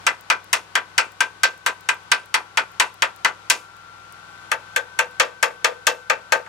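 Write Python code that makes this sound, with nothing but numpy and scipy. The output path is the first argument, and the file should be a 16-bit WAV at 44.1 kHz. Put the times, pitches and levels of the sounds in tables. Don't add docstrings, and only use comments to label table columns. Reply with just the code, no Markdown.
import sys
import numpy as np
from scipy import signal
from scipy.fft import rfft, irfft
from scipy.io import wavfile
from scipy.ndimage import uniform_filter1d

SR = 44100
rng = np.random.default_rng(int(sys.argv[2]) if len(sys.argv) > 2 else 0)


def unload_wav(signal):
    wavfile.write(
        sys.argv[1],
        SR,
        np.round(np.clip(np.atleast_2d(signal).T, -1, 1) * 32767).astype(np.int16),
    )


N = 285768

# (frequency [Hz], relative density [dB per Hz])
YARD_SPECTRUM = [(25, -41), (100, -15), (245, -16.5), (510, -10), (600, -14), (766, -6), (1280, -6.5),
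                 (1640, -11), (4000, -17.5), (9000, -26), (15200, -36.5), (16500, -47)]
# (frequency [Hz], coherence [-1 to 1])
PORT_LIKENESS = [(60, 0.046), (240, 0.87), (950, -0.087), (3770, -0.033), (15000, -0.64)]
# (frequency [Hz], left over right [dB])
PORT_BALANCE = [(60, -2.5), (240, 1), (950, 6.0), (3770, 8.5), (15000, 0)]
# (time [s], speed [turns per s])
SHAFT_SPEED = [(0, 19.81), (1, 19.96), (1.6, 20), (2.3, 20.14), (3.2, 20.17), (3.6, 20.24), (4.3, 20.27),
               (4.9, 20.21), (6.5, 20.24)]
# (time [s], rms level of order 68 [dB], rms level of order 76 [dB])
WHINE_LEVELS = [(0, -66, -59), (0.9, -70, -53.5), (1.6, -79, -51.5), (2.06, -61, -52.5), (2.3, -52, -58),
                (3.2, -52.5, -66), (3.6, -48.5, -53), (3.9, -49, -57.5), (4.3, -51.5, -53.5),
                (4.9, -56, -45), (5.6, -61, -47), (6.05, -50.5, -47), (6.48, -53, -48)]
# (order [multiple of shaft speed], rms level [dB])
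HUM_ORDERS = [(2, -76), (3, -68), (4, -75), (5, -60.5), (6, -73), (8, -67), (9, -69), (10, -71.5),
              (16, -71), (48, -67), (53, -95), (56, -62.5), (59, -74), (60, -73), (67, -70.5)]
# (frequency [Hz], lag [cycles])
PORT_LAG_CYCLES = [(100, 0.15), (300, 0.094), (1500, 0.21)]
# (time [s], relative level [dB])
TICK_TIMES = [(0.2098, -39), (0.4433, -41), (1.1196, -40), (1.5773, -41), (1.809, -40.5), (1.9435, -39),
              (2.035, -55), (2.2583, -39), (2.7182, -45), (2.942, -40), (3.1618, -37), (3.7667, -43),
              (4.124, -37.5), (5.1113, -49), (6.3734, -40)]
# (frequency [Hz], relative density [dB per Hz])
CROWD_SPECTRA = [
    [(71, -76), (120, -18), (540, -7), (735, -7.5), (885, -3), (2280, -1), (2750, -2), (3670, -5.5),
     (9080, -15.5), (14900, -31.5), (16500, -42)],
    [(71, -71), (120, -35), (518, -0.5), (904, -5.5), (1450, -3), (1580, 6.5), (1680, 5), (2580, -3.5),
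     (7240, -11), (15200, -26), (16500, -65)],
]
# (frequency [Hz], time to fall 60 dB [s])
CROWD_DECAY = [(200, 0.22), (500, 0.2), (1500, .11), (3000, 0.088), (6000, 0.084), (12000, 0.05)]
MODE_HZ = [492, 544, 645, 815, 895, 984, 1057, 1163, 1222, 1275, 1345, 1475, 1562, 1742, 1854, 2014, 2238,
           2399, 2489, 2602, 2686, 2998, 3275, 3375, 3496, 4240, 4322, 5028, 7089, 8990]
# (level at first weld [dB], level at second weld [dB], time to fall 60 dB [s])
MODE_LEVELS = [(-22, -9, .2), (-15, -8, .13), (-20, -10, .13), (-16, -8, .1), (-7, -2, .13), (-8, -14, .14),
               (-10, -14, .12), (-8, -6, .12), (-11, -4, .12), (-9, -9, .1), (-8, -9, .12), (-8, -9, .12),
               (0, 0, .11), (-10, -12, .1), (-8, -11, .1), (-7, -13, .1), (-19, -10, .1), (-6, -10, .1),
               (-9, -9, .09), (-14, -4, .09), (-7, -6, .1), (-11, -17, .09), (-12, -13, .09),
               (-12, -16, .09), (-17, -11, .08), (-17, -26, .06), (-20, -19, .06), (-19, -22, .06),
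               (-29, -19, .05), (-23, -30, .04)]
# (time [s], strength [dB], cleanness [dB per octave], extra ring of the main mode [dB])
BLOW_LIST = [(0.067, -8, 0, -5.5), (0.301, -6.5, -1, 1.5), (0.53, -7, 3, -5), (0.754, -9.5, -0.5, 1),
             (0.98, -3.5, 1, 1), (1.206, -7, 2, 10), (1.434, -0.5, 2, 8), (1.663, -9.5, 1.5, 5),
             (1.889, -8.5, 1, 6), (2.117, 0.5, 0.5, 1.5), (2.342, -6.5, 1, 1.5), (2.573, -9.5, 0, 1),
             (2.799, -2.5, 1.5, 2.5), (3.022, -7.5, 0, 1), (3.248, -7.5, -1, 1), (3.5, 0.5, 6, 4.5),
             (4.516, -15, 0, -3), (4.762, -10.5, 2, 4.5), (4.99, -8, 1, 1.5), (5.199, 0.5, 0.5, -1),
             (5.428, -3.5, 1, -9), (5.645, -3, 1, -12), (5.869, -0.5, 3, 1.5), (6.099, -6.5, -1, -1),
             (6.322, -4.5, 0.5, 2.5), (6.463, -39, -3, -30)]

YARD_DB = -47
WHINE_ORDERS = (68, 76)
MIDDLE_DB = -10.5
PORT_LAG_S = 16e-6
SECOND_WELD_S = 4
THUD_DB = (-3.33, -4)
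THUD_DB_PER_S = 1.33
THUD_PER_CLEAN = 0.49
BITE_DB, BITE_PER_STRENGTH = 0.5, 0.44
SPOT_DB = 1.5
AFTER_DB, AFTER_STRETCH = -25.5, 2.9
BUILD_MS = (0.6, 0.79)
BLOW_PAN_DB = (4.2, 5.2)
KNEE = 1
EDGE_HZ = 16700


def amp(db):
    return 10 ** (np.asarray(db) / 20)


def read(points, hz):
    f, value = np.transpose(points)
    return np.interp(np.log(hz + 1), np.log(f + 1), value)


def add(mix, s, sound):
    part = mix[:, round(s * SR):][:, :sound.shape[1]]
    part += sound[:, :part.shape[1]]


def chance(*size):
    return rng.standard_normal(size + (2,)) @ [1, 1j] / np.sqrt(2)


def late(x):
    hz = np.fft.rfftfreq(len(x), 1 / SR)
    return irfft(rfft(x) * np.exp(-2j * np.pi * hz * PORT_LAG_S), len(x))


def yard():
    frames, hz = N // 256 + 5, np.fft.rfftfreq(1024, 1 / SR)
    left, other, patches = chance(3, frames, 513).transpose(0, 2, 1)
    patches = uniform_filter1d(patches.real, size=12, axis=0)
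    patches = uniform_filter1d(patches, size=14, axis=1)
    same = np.clip(read(PORT_LIKENESS, hz), -1, 1)[:, None]
    lean = amp(read(PORT_BALANCE, hz) / 2)[:, None]
    right = same * left + np.sqrt(1 - same ** 2) * other
    spectrum = np.array([left * lean, right / lean])
    spectrum *= amp(read(YARD_SPECTRUM, hz)[:, None] + 0.23 * patches / patches.std())
    noise = signal.istft(spectrum, nperseg=1024, noverlap=768)[1][:, :N]
    return amp(YARD_DB) * noise / noise.std()


def machine():
    s, *whine_db = np.transpose(WHINE_LEVELS)
    t = np.arange(N) / SR
    turns = np.cumsum(np.interp(t, *np.transpose(SHAFT_SPEED))) / SR
    first_db, second_db = [np.interp(t, s, db) for db in whine_db]
    lines = list(zip(WHINE_ORDERS, (first_db, second_db))) + HUM_ORDERS
    lines.append((72, (first_db + second_db) / 2 + MIDDLE_DB))
    lines.append((75, first_db - 8.5))
    out = np.zeros((2, N))
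    for order, db in lines:
        waver_db = np.interp(t, np.arange(60) / 8, 1.2 * rng.standard_normal(60))
        nominal_hz = 20 * order
        start, apart = rng.random(), -read(PORT_LAG_CYCLES, nominal_hz)
        wave = np.sin(2 * np.pi * (order * turns + start + np.array([[0], [apart]])))
        pan = amp(read(PORT_BALANCE, nominal_hz) * np.array([[.5], [-.5]]))
        out += np.sqrt(2) * amp(db + waver_db) * wave * pan
    return out


def ticks():
    out, t = np.zeros((2, N)), np.arange(600) / SR
    band = signal.butter(2, [5500, 16000], "bandpass", fs=SR, output="sos")
    puffs = rng.standard_normal((len(TICK_TIMES), 2, 600))
    for (s, db), puff in zip(TICK_TIMES, puffs):
        partly_shared = puff + 0.28 * puff[0]
        puff = signal.sosfilt(band, partly_shared * np.exp(-t / 0.0017))
        add(out, s, amp(db) * puff * amp([[1.2], [-1.2]]))
    return out


def crowd(noise, colour_db):
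    size = noise.shape[1]
    coloured = irfft(rfft(noise) * amp(colour_db(np.fft.rfftfreq(size, 1 / SR))), size)
    hz, t, spectrum = signal.stft(coloured, SR, nperseg=128)
    fade = amp(-60 * t / read(CROWD_DECAY, hz)[:, None])
    fade = fade + amp(-26 - 60 * t / 0.26)
    fade = fade * (1 - np.exp(-np.outer(hz, t + .001) / 3.14))
    crunch = uniform_filter1d(rng.standard_normal(fade.shape), size=12, axis=0)
    crunch = uniform_filter1d(crunch, size=3, axis=1)
    fade = fade * amp(1.84 * crunch / crunch.std())
    return signal.istft(spectrum * fade, SR, nperseg=128)[1]


def hammer():
    hz, (*weld_db, t60) = np.array(MODE_HZ), np.transpose(MODE_LEVELS)
    t = np.arange(11008) / SR
    rise = 1 - np.exp(-np.outer(hz, t) / 4.77)
    dying = amp(-60 * t / t60[:, None])
    dying = dying + amp(AFTER_DB - 60 * t / (AFTER_STRETCH * t60[:, None]))
    rings = rise * dying * np.exp(2j * np.pi * np.outer(hz, t))
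    twin_hz = (11.9 + 0.0061 * hz) * rng.uniform(0.75, 1, len(hz)) * rng.choice([-1, 1], len(hz))
    twin = np.exp(2j * np.pi * np.outer(twin_hz, t))
    near_twin, far_twin = rings * twin, rings / twin ** 2
    start = np.exp(2j * np.pi * rng.random((2, len(hz))))
    apart = np.exp(1j * rng.normal(0, 1.0, (2, len(hz))) * np.minimum(hz / 2200, 1))
    weld_noise = rng.standard_normal((2, 2, len(t)))
    out = np.zeros((2, N))
    for s, db, bright_db, ring_db in BLOW_LIST:
        k = int(s > SECOND_WELD_S)
        thud_db = THUD_DB[k] + k * THUD_DB_PER_S * (s - SECOND_WELD_S) + THUD_PER_CLEAN * bright_db
        bite_db = BITE_DB + BITE_PER_STRENGTH * db
        spot_db = np.r_[0, SPOT_DB * rng.standard_normal(14)]

        def tilt_db(f):
            octaves = np.log2((f + 50) / 1500)
            bands_db = np.interp(octaves, np.linspace(.5, 3.5, len(spot_db)), spot_db)
            treble_db = bright_db * np.maximum(octaves, 0)
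            bass_db = thud_db * np.maximum(-octaves, 0)
            peak_db = bite_db * np.exp(-((octaves - 1.6) / 0.5) ** 2)
            return bands_db + treble_db + bass_db + peak_db

        weld_share = start[k] * [np.ones(len(hz)), apart[k]]
        share = (weld_share + 0.88 * chance(2, len(hz))) * amp(weld_db[k] + tilt_db(hz))
        share[:, MODE_HZ.index(1562)] *= amp(ring_db)
        left, other = weld_noise[k] + 0.17 * rng.standard_normal((2, len(t)))
        noise = np.array([left, 0.72 * late(left) + 1.08 * other])
        beats = (share * chance(2, len(hz))) @ near_twin + (share * chance(2, len(hz))) @ far_twin
        ring = share @ rings + .55 * beats
        sound = ring.real + amp(14.0) * crowd(noise, lambda f: read(CROWD_SPECTRA[k], f) + tilt_db(f))
        crush = 1 - np.exp(-(t * 1000 / BUILD_MS[k]) ** 2)
        sound *= crush * amp([[BLOW_PAN_DB[k] / 2], [-BLOW_PAN_DB[k] / 2]])
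        onset_rms = np.sqrt(np.mean(sound[:, :400] ** 2))
        add(out, s - .001, amp(db) * sound / onset_rms)
    return signal.sosfilt(signal.butter(2, 180, "highpass", fs=SR, output="sos"), out)


def scene():
    return hammer() + ticks() + machine() + yard()


def held(db, db_per_s):
    fall = np.arange(N) * db_per_s / SR
    return np.maximum.accumulate(db + fall) - fall


def record(dry):
    power = uniform_filter1d((dry ** 2).mean(0), size=160)
    power_db = 10 * np.log10(abs(power) + 1e-12)
    quick_db = 0.48 * np.maximum(held(power_db, 133.0) + 13, 0)
    slow_db = 0.22 * np.maximum(held(power_db, 20.3) + 25, 0)
    ducked = dry / amp(uniform_filter1d(quick_db + slow_db, size=60) - 3.5)
    clipped = KNEE * np.tanh(ducked / KNEE)
    rumble_filter = signal.butter(2, 45, "highpass", fs=SR, output="sos")
    clipped = signal.sosfilt(rumble_filter, clipped)
    band_limit = signal.firwin(255, EDGE_HZ, window=("kaiser", 9), fs=SR)
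    return signal.oaconvolve(clipped, band_limit[None], "same")


dry = scene()
out = record(dry)
unload_wav(out)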